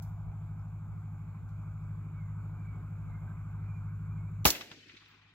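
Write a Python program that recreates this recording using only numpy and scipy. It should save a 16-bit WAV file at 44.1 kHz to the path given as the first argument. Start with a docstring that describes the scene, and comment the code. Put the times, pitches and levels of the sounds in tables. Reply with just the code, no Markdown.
"""An engine idles in an open field over light wind, far rumble and a distant bird; a hand rustles and ticks.
Then a suppressed rifle fires once beside a small stereo recorder: hammer, gas blast and bolt are bursts
of noise and pressure steps, and trees and banks return echoes and scatter. The empty case rings as it lands.
The engine is a sum of sines, the air and wind are shaped noise, the bird is gliding tones. The gain control
drops at the first loud sound. Source levels are in dB before the recorder's filters and gain control."""
import sys
import numpy as np
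from scipy import signal
from scipy.io import wavfile
from scipy.ndimage import uniform_filter1d

SR = 44100
rng = np.random.default_rng(int(sys.argv[2]) if len(sys.argv) > 2 else 0)


def unload_wav(signal):
    """Save mono or channel-first audio to the path in sys.argv[1] as 16-bit WAV at rate SR, clipped to [-1, 1]."""
    wavfile.write(
        sys.argv[1],
        SR,
        np.round(np.clip(np.atleast_2d(signal).T, -1, 1) * 32767).astype(np.int16),
    )


N = 235475  # samples
T = np.arange(N) / SR  # time [s]
PORT_LAG_S = 9e-5  # time offset between the two ports [s]
SHOT_S = 4.455  # origin of echo delays and scatter


def gain_of(db):
    """Level: amplitude ratio is ten to the power of dB over twenty."""
    return 10 ** (np.asarray(db) / 20)


def evened(x):
    """Normalization: scales a signal to an rms of 1."""
    return x / np.sqrt(np.mean(x ** 2) + 1e-20)


def read(points, hz):
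    """Spectral interpolation: reads a table on a log-frequency axis."""
    f, value = np.transpose(points)
    return np.interp(np.log(hz + 1), np.log(f + 1), value)


def curve(rows, t):
    """Temporal interpolation: all columns of a table at the times t."""
    s, *columns = np.transpose(rows)
    return [np.interp(t, s, column) for column in columns]


def wander(hz):
    """Random modulation: low-passed noise of rms 1, slower for a lower corner hz."""
    smooth = uniform_filter1d(rng.standard_normal(N), 200)
    return evened(signal.lfilter([1], [1, -np.exp(-2 * np.pi * hz / SR)], smooth))


def time_frequency_patches(shape, hz_bins, frames):
    """Local averaging: random patches of rms 1 across frequency and time."""
    across_hz = uniform_filter1d(rng.standard_normal(shape), hz_bins, 0)
    return evened(uniform_filter1d(across_hz, frames, 1))


def noise(shape, length, size):
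    """Spectral synthesis of stereo noise; shape(hz, t) gives level [dB], likeness and left minus right [dB]."""
    hop = size // 4
    hz = np.fft.rfftfreq(size, 1 / SR)[:, None]
    t = np.arange(length // hop + 5) * hop / SR
    db, same, pan_db = shape(hz, t)
    a, b, c, d = rng.standard_normal((len(t), len(hz), 4)).T
    same = np.clip(same, -1, 1)
    left = a + 1j * b
    # a shared part and an independent part set the coherence between the ports
    right = same * left + np.sqrt(1 - same ** 2) * (c + 1j * d)
    right = right * np.exp(-2j * np.pi * hz * PORT_LAG_S)
    z = np.array([left * gain_of(db + pan_db / 2), right * gain_of(db - pan_db / 2)])
    return signal.istft(z, nperseg=size, noverlap=size - hop)[1][:, :length]


def add(mix, s, sound):
    """Superposition: adds a sound at second s."""
    part = mix[:, round(s * SR):][:, :sound.shape[-1]]
    part += sound[..., :part.shape[1]]


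# relative spectrum of far rumble and hiss: (frequency [Hz], density [dB per Hz])
AIR_SPECTRUM = [(120, -22.5), (200, -4.5), (334, -15.5), (508, -23.5), (719, -17.5), (1240, -13),
                (1550, -17.5), (1790, -34), (2320, -21.5), (2830, -39.5), (3600, -40), (5890, -50.5),
                (7330, -35.5), (8640, -58), (12000, -44), (15700, -43.5), (16000, -89)]
# far traffic drifting: (time [s], relative level [dB], extra near 750 Hz [dB])
TRAFFIC_SWELL = [(0, -1.5, 6), (1.0, -2, 3.5), (2.3, 0.5, -2.5), (3.25, 1.5, 1.5), (4.4, 0, -3.5)]
# coherence of the ports: (frequency [Hz], likeness [-1 to 1])
AIR_LIKENESS = [(60, 0.92), (130, 1.0), (290, 0.9), (640, 0.92), (1410, 1), (3100, 0.26), (6820, -0.05),
                (15000, -0.04)]
# stereo balance of the air: (frequency [Hz], left minus right [dB])
AIR_BALANCE = [(60, 1), (110, 2.5), (200, -0.5), (380, 1), (700, 2), (1290, 0), (2380, -6.5), (4400, 4),
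               (8120, 11.5), (15000, -3)]


def air():
    """Diffuse field: far rumble and hiss in drifting patches; the treble follows the swell less."""
    def shape(hz, t):
        patches = time_frequency_patches((len(hz), len(t)), 12, 14)
        swell, drone_db = curve(TRAFFIC_SWELL, t)
        drone = drone_db * np.exp(-(np.log2((hz + 1) / 750) / 0.32) ** 2)
        follow = np.where(hz < 3000, 1, .3)
        level = read(AIR_SPECTRUM, hz) + 1.7 * patches + follow * swell + drone
        return level, read(AIR_LIKENESS, hz), read(AIR_BALANCE, hz)
    return gain_of(-59.5) * evened(noise(shape, N, size=1024))


# relative spectrum of the buffeting: (frequency [Hz], density [dB per Hz])
WIND_SPECTRUM = [(15, -6.5), (50, 5), (85, -2.5), (140, -17.5), (300, -37.5)]
# puffs of wind: (centre time [s], level [dB])
WIND_PUFFS = [(.13, -48), (.285, -46), (.92, -46.5), (1.45, -51.5), (2.7, -58), (3.06, -47.5), (3.22, -53),
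              (4.12, -55)]
GUST_S, CALM_DB = .05, -62.5  # half length of a puff; level between puffs


def wind():
    """Turbulent pressure: lumpy low buffeting, mostly different at each port, in short puffs."""
    def shape(hz, t):
        return read(WIND_SPECTRUM, hz) - 200 * (hz > 900), .2, 1.5
    buffet = evened(noise(shape, N, size=2048))
    puffs = sum(gain_of(db) * np.exp(-((T - s) / GUST_S) ** 2) for s, db in WIND_PUFFS)
    return buffet * (gain_of(CALM_DB) + puffs) * gain_of(2.5 * wander(8.8))


# strongest engine order: (time [s], frequency [Hz], reference level of the orders [dB])
IDLE_DRIFT = [(0, 103.1, -42), (.9, 103.1, -43), (1.5, 102.8, -43), (1.9, 102.6, -41.5),
              (3.15, 102.7, -41.5), (3.5, 102.2, -41), (4.4, 102.9, -40.5)]
# engine orders: (multiple of the cycle frequency, level over the reference [dB])
ENGINE_ORDERS = [(4, -8.5), (5, -19), (6, -16.5), (7, -15.5), (8, 0.5), (9, -14.5), (10, -24), (11, -18),
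                 (12, -5.5), (13, -13), (14, -18), (15, -31), (16, -26.5)]
# relative spectrum of the exhaust noise: (frequency [Hz], density [dB per Hz])
EXHAUST_SPECTRUM = [(20, -20.5), (45, 0), (80, -0.5), (140, -5), (220, -13.5), (400, -32)]
STRONGEST, RUMBLE_DB = 8, -57  # strongest order's multiple of the cycle; exhaust noise level


def engine():
    """Periodic excitation: cylinders fire unevenly, so every order of the cycle sounds and wavers on its own."""
    order_hz, idle_db = curve(IDLE_DRIFT, T)
    cycles = np.cumsum(order_hz / STRONGEST) / SR
    hum = 0
    for k, db in ENGINE_ORDERS:
        # the pipe smears each of the four firings, which evens the throb; orders between them start anywhere
        start = (k / 8) ** 2 + rng.random() * (k % 4 > 0)
        phase = 2 * np.pi * (k * cycles + start) + 0.078 * wander(13.0)
        hum = hum + gain_of(db + 1.1 * wander(2.3)) * np.sin(phase)
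    left, right = np.sqrt(2) * gain_of(idle_db) * hum * gain_of([[.25], [-.25]])
    left = np.roll(left, round(PORT_LAG_S * SR))

    def shape(hz, t):
        return read(EXHAUST_SPECTRUM, hz) - 200 * (hz > 900), .97, .5
    rumble = evened(noise(shape, N, size=2048))
    return np.array([left, right]) + gain_of(RUMBLE_DB) * rumble


def whistle(length, hz, glide, db, pan_db):
    """Frequency modulation: a gliding tone with an unsteady pitch and a broken level."""
    t = np.arange(0, length, 1 / SR)
    pitch = (hz + glide * t) * (1 + .015 * wander(60.0)[:len(t)])
    broken_db = 4 * wander(22.0)[:len(t)]
    tone = np.sin(2 * np.pi * np.cumsum(pitch) / SR) * gain_of(db + broken_db)
    return tone * np.hanning(len(t)) ** .5 * gain_of([[pan_db / 2], [-pan_db / 2]])


# bird whistles: (start time [s], length [s], first frequency [Hz], glide [Hz per s], level [dB])
BIRD_WHISTLES = [(2.082, 0.24, 2416, -1900, -70.5), (2.548, 0.29, 2382, -700, -67),
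                 (3.083, .16, 2090, 200, -67.5), (3.263, 0.075, 1570, -100, -63),
                 (3.646, 0.17, 2373, 240, -66), (4.072, .14, 2386, -100, -70.5),
                 (4.16, .11, 2176, 300, -68.5), (4.243, 0.058, 2340, -100, -68.5)]


def bird():
    """Propagation through turbulent air: faint, broken whistles from the right."""
    out = np.zeros((2, N))
    for start, *row in BIRD_WHISTLES:
        add(out, start, whistle(*row, pan_db=-7.5))
    return out


# coloration of loud sounds: (frequency [Hz], response [dB])
MIC_RESPONSE = [(60, 3.5), (700, 4.5), (3000, 5), (6200, 2.5), (7900, -1.5), (8700, -12), (11000, -1),
                (14800, 5), (15800, 2.5), (16500, -13.5)]
# stereo balance of loud sounds: (frequency [Hz], left minus right [dB])
MIC_BALANCE = [(60, 0), (8000, -0.5), (10000, -3), (15000, -3.5)]
# coherence of loud sounds: (frequency [Hz], likeness [-1 to 1])
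MIC_LIKENESS = [(60, 1), (300, 1), (1400, 0.49), (3000, 0.52), (16000, 0)]


def burst(db, rise, t60, hz, width, pan_db):
    """Transient band noise: a puff around hz, width in octaves, quick to rise and decaying exponentially."""
    t = T[:SR // 2]

    def shape(f, _):
        band = -6 * (np.log2((f + 30) / hz) / width) ** 2
        return read(MIC_RESPONSE, f) + band, read(MIC_LIKENESS, f), read(MIC_BALANCE, f) + pan_db
    puff = evened(noise(shape, len(t), size=1024))
    # turbulence comes in spurts
    crackle_db = 1.5 * evened(uniform_filter1d(rng.standard_normal(len(t)), 50))
    return puff * gain_of(db + crackle_db - 60 * t / t60) * np.minimum(t / rise, 1)


# small ticks of the rifle: (time [s], level [dB], left minus right [dB])
RIFLE_TICKS = [(.594, -71, 3), (.617, -74, -3), (.657, -74, 5), (.681, -74, -2), (.729, -75, 0),
               (1.84, -70, 1)]
# rustles of the hand: (time [s], level [dB], decay t60 [s], band centre [Hz], left minus right [dB])
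HAND_RUSTLES = [(.022, -55.5, 0.086, 9000, -5), (1.487, -74, .14, 5600, -1)]
RUSTLE_TAIL_DB, RUSTLE_TAIL_T60 = -11.5, .4  # level relative to the rustle; decay [s]


def handling():
    """Contact and friction noise: ticks and rustles before the shot, each rustle with a slower tail."""
    out = np.zeros((2, N))
    for s, db, pan_db in RIFLE_TICKS:
        add(out, s, burst(db, rise=.0006, t60=.013, hz=6000, width=.4, pan_db=pan_db))
    for s, db, t60, hz, pan_db in HAND_RUSTLES:
        for part_db, part_t60 in [(db, t60), (db + RUSTLE_TAIL_DB, RUSTLE_TAIL_T60)]:
            add(out, s, burst(part_db, rise=.002, t60=part_t60, hz=hz, width=1, pan_db=pan_db))
    return out


# decay of the brush scatter: (frequency [Hz], t60 [s])
BRUSH_DECAY = [(100, .3), (300, 0.71), (600, 0.71), (1100, 0.35), (2000, 0.59), (4000, .5), (8000, 0.45),
               (11000, 0.38), (15500, 0.31)]
NEAR_DB = -1.5


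def near_scatter(length):
    """Multiple scattering: near brush returns the blast at once, each frequency with its own decay."""
    def shape(hz, t):
        level = read(MIC_RESPONSE, hz) - 60 * t / read(BRUSH_DECAY, hz)
        return level, read(MIC_LIKENESS, hz), read(MIC_BALANCE, hz)
    near = noise(shape, length, size=256)
    return gain_of(NEAR_DB) * near / np.sqrt(np.mean(near[:, :512] ** 2))  # level set at the onset


FAR_DB, FAR_FALL_DB_PER_S, FAR_ROUGH_DB = -30.5, 1.5, 2
FAR_FADES_AFTER_S, FAR_FADE_DB_PER_S = .6, 23.5  # the far field ends and the scatter fades faster
FAR_HIGH_HZ, DULLING_OCTAVES_PER_S = 5870, 1.0  # the upper edge sinks with distance
# the lower edge holds, then settles lower
FAR_LOW_HZ, FAR_LOWEST_HZ, WIDENS_AFTER_S, WIDENING_S = 1620, 820, .37, 0.17


def far_scatter(length):
    """Distance filtering: the far field returns a band whose two edges sink with time."""
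    def shape(hz, t):
        settling = np.exp(-np.maximum(t - WIDENS_AFTER_S, 0) / WIDENING_S)
        low_hz = FAR_LOWEST_HZ + (FAR_LOW_HZ - FAR_LOWEST_HZ) * settling
        high_hz = FAR_HIGH_HZ / 2 ** (DULLING_OCTAVES_PER_S * t)
        patches = time_frequency_patches((len(hz), len(t)), 10, 6)
        band = -10 * np.log10(1 + (low_hz / (hz + 30)) ** 9) - 10 * np.log10(1 + (hz / high_hz) ** 7)
        # the ports favour this region
        band = band + 4.5 * np.exp(-(np.log2((hz + 1) / 2500) / 0.091) ** 2)
        band = band - 10 * np.log10(np.mean(gain_of(2 * band), 0))  # evens the band over time
        level = band + FAR_ROUGH_DB * patches + np.minimum(read(MIC_RESPONSE, hz), 0)
        return level, 0.74 * (hz < 2000), 2.5
    t = T[:length]
    fade_db = FAR_FALL_DB_PER_S * t + FAR_FADE_DB_PER_S * np.maximum(t - FAR_FADES_AFTER_S, 0)
    level_db = FAR_DB - fade_db + 0.99 * wander(20.0)[:length]
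    return evened(noise(shape, length, size=512)) * gain_of(level_db)


# relative spectrum of the rolling low return: (frequency [Hz], density [dB per Hz])
BOOM_SPECTRUM = [(40, -10), (150, -4), (280, 4.5), (450, -4), (620, -25), (900, -48.5)]
BOOM_DB, BOOM_FALL_DB_PER_S = -13.5, 140  # quick part
BOOM_LATE_DB, BOOM_LATE_FALL_DB_PER_S = -33, 18  # slow part


def boom(length):
    """Two-stage decay: a rolling low return falls quickly, then slowly."""
    t = T[:length]
    quick = gain_of(BOOM_DB - BOOM_FALL_DB_PER_S * t)
    slow = gain_of(BOOM_LATE_DB - BOOM_LATE_FALL_DB_PER_S * t)
    roll = evened(noise(lambda hz, t: (read(BOOM_SPECTRUM, hz), .85, .5), length, size=2048))
    return roll * (quick + slow) * gain_of(3.5 * wander(15.0)[:length])


def scatter():
    """Reverberation: near, far and low returns of the shot build up together over 10 ms."""
    length = N - round(SHOT_S * SR)
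    returns = near_scatter(length) + far_scatter(length) + boom(length)
    out = np.zeros((2, N))
    add(out, SHOT_S, returns * np.minimum(T[:length] / .01, 1))
    return out


# single echoes off trees and banks:
# (time [s], level [dB], band centre [Hz], width [octaves], left minus right [dB])
TREE_AND_BANK_ECHOES = [(4.549, -7.5, 2480, 0.62, 7), (4.579, -25, 3000, 1.5, 8),
                        (4.6084, -8.5, 2200, 1.13, 2.5), (4.615, -20, 4000, .7, -5),
                        (4.7118, -14, 2000, 1.2, -1), (4.713, -20.5, 228, 0.6, 0),
                        (4.891, -17.5, 2300, .7, 1), (4.935, -29, 330, .55, 0), (4.939, -27, 2510, .8, 2),
                        (4.964, -17, 2910, 0.75, -1)]
BLUR_PER_S = .013  # rise time [s] gained per second of delay


def echoes():
    """Reflection: single returns, each rising the slower the later it comes."""
    out = np.zeros((2, N))
    for s, db, hz, width, pan_db in TREE_AND_BANK_ECHOES:
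        add(out, s, burst(db, BLUR_PER_S * (s - SHOT_S), 0.079, hz, width, pan_db))
    return out


# short metallic notes in the tail:
# (start time [s], length [s], first frequency [Hz], glide [Hz per s], level [dB], left minus right [dB])
METALLIC_NOTES = [(4.819, .03, 3090, -1000, -32.5, 7), (4.842, .035, 2620, -1500, -33, 7)]


def metallic_notes():
    """Gliding tones: two short metallic notes fall in pitch within the tail."""
    out = np.zeros((2, N))
    for s, *row in METALLIC_NOTES:
        add(out, s, whistle(*row))
    return out


def ring(hz, db, t60):
    """Damped oscillation: a sine decaying by 60 dB in t60 seconds."""
    t = T[:SR // 2]
    return gain_of(db - 60 * t / t60) * np.sin(2 * np.pi * hz * t)


CASE_S = 5.083  # the case lands
# brass case: (mode frequency [Hz], level [dB], decay t60 [s])
CASE_MODES = [(15045, -49.5, 0.28), (15005, -55, .12), (15710, -57, .12), (11370, -70, .15)]
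# the case hits the ground:
# (level [dB], rise [s], decay t60 [s], band centre [Hz], width [octaves], left minus right [dB])
CASE_LANDING = (-42, .001, .025, 9000, 1.6, 0)


def falling_case():
    """Modal vibration: the impact on the ground sets the modes of the empty case ringing."""
    out = np.zeros((2, N))
    add(out, CASE_S, burst(*CASE_LANDING))
    for mode in CASE_MODES:
        add(out, CASE_S, ring(*mode))
    return out


# parts of the shot: hammer, primer, crack, low gas, high gas, bolt back, bolt home, its rebound:
# (time [s], level [dB], decay t60 [s], band centre [Hz], width [octaves])
RIFLE_ACTION = [(4.4452, -4, .014, 6000, 1.6), (4.4508, 0, .02, 2000, 2.2), (4.4528, 19, .022, 4500, 2.0),
                (4.4575, 8, .12, 600, 1.9), (4.456, 10, .15, 13000, 1.4), (4.4705, 7, .11, 6000, .7),
                (4.5027, 12, .028, 6500, .9), (4.508, -2, .06, 9000, 1.2)]


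def action():
    """Impact and jet noise: hammer, primer, crack, gas and bolt as bursts of noise."""
    out = np.zeros((2, N))
    for s, db, t60, hz, width in RIFLE_ACTION:
        add(out, s, burst(db, rise=.0018, t60=t60, hz=hz, width=width, pan_db=0))
    return out


def blast(db, length):
    """Blast wave: a sudden overpressure followed by a shallow suction."""
    u = T[:SR // 20] / length
    return gain_of(db) * (1 - u) * np.exp(-u) * np.minimum(u / 0.12, 1)


# pressure steps, two from the muzzle on the left, two from the breech on the right:
# (time at left port [s], strength [dB], length [s], right port later by [s])
PRESSURE_STEPS = [(4.4527, 18, .0006, .0003), (4.4537, 23, .0006, .0003), (4.4575, 17, .0013, -.0012),
                  (4.4597, 21, .0013, -.0012)]
# low pressure push: (time [s], frequency [Hz], level [dB], decay t60 [s], left minus right [dB])
PRESSURE_PUSH = (4.459, 62, 4.7, .11, 8)


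def gas_pressure():
    """Pressure release: blast waves reach the ports at different times, with a low damped push."""
    out = np.zeros((2, N))
    for s, db, length, later in PRESSURE_STEPS:
        add(out[:1], s, blast(db, length))
        add(out[1:], s + later, blast(db, length))
    s, hz, db, t60, pan_db = PRESSURE_PUSH
    add(out, s, -ring(hz, db, t60) * gain_of([[pan_db / 2], [-pan_db / 2]]))
    return out


def rifle():
    """Superposition: the shot itself, its returns and the falling case."""
    returns = scatter() + echoes() + metallic_notes()
    return returns + falling_case() + action() + gas_pressure()


def scene():
    """Superposition: the background, the handling and the rifle add linearly."""
    return air() + wind() + engine() + bird() + handling() + rifle()


BASS_HZ, EDGE_HZ = 48.8, 16700  # the microphones lose the deepest bass; upper limit of the band
TRIP_DB, DUCK_DB, AHEAD_S = -25, 29, .002  # power that trips the gain; gain drop; look-ahead


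def record(dry):
    """Gain control: looks a little ahead, drops to low gain at the first loud sound and stays there."""
    heard = signal.sosfilt(signal.butter(2, BASS_HZ, "high", fs=SR, output="sos"), dry)
    power_db = 10 * np.log10(abs(uniform_filter1d((heard ** 2).mean(0), 44)) + 1e-12)
    tripped = np.maximum.accumulate(power_db) > TRIP_DB
    ahead = round(AHEAD_S * SR)
    tripped = np.concatenate([tripped[ahead:], np.repeat(tripped[-1], ahead)])
    ducked = heard / gain_of(DUCK_DB * uniform_filter1d(tripped * 1., 130))
    low_pass = signal.firwin(511, EDGE_HZ, window=("kaiser", 9), fs=SR)
    return signal.oaconvolve(ducked, low_pass[None], "same")


dry = scene()
out = record(dry)
unload_wav(out)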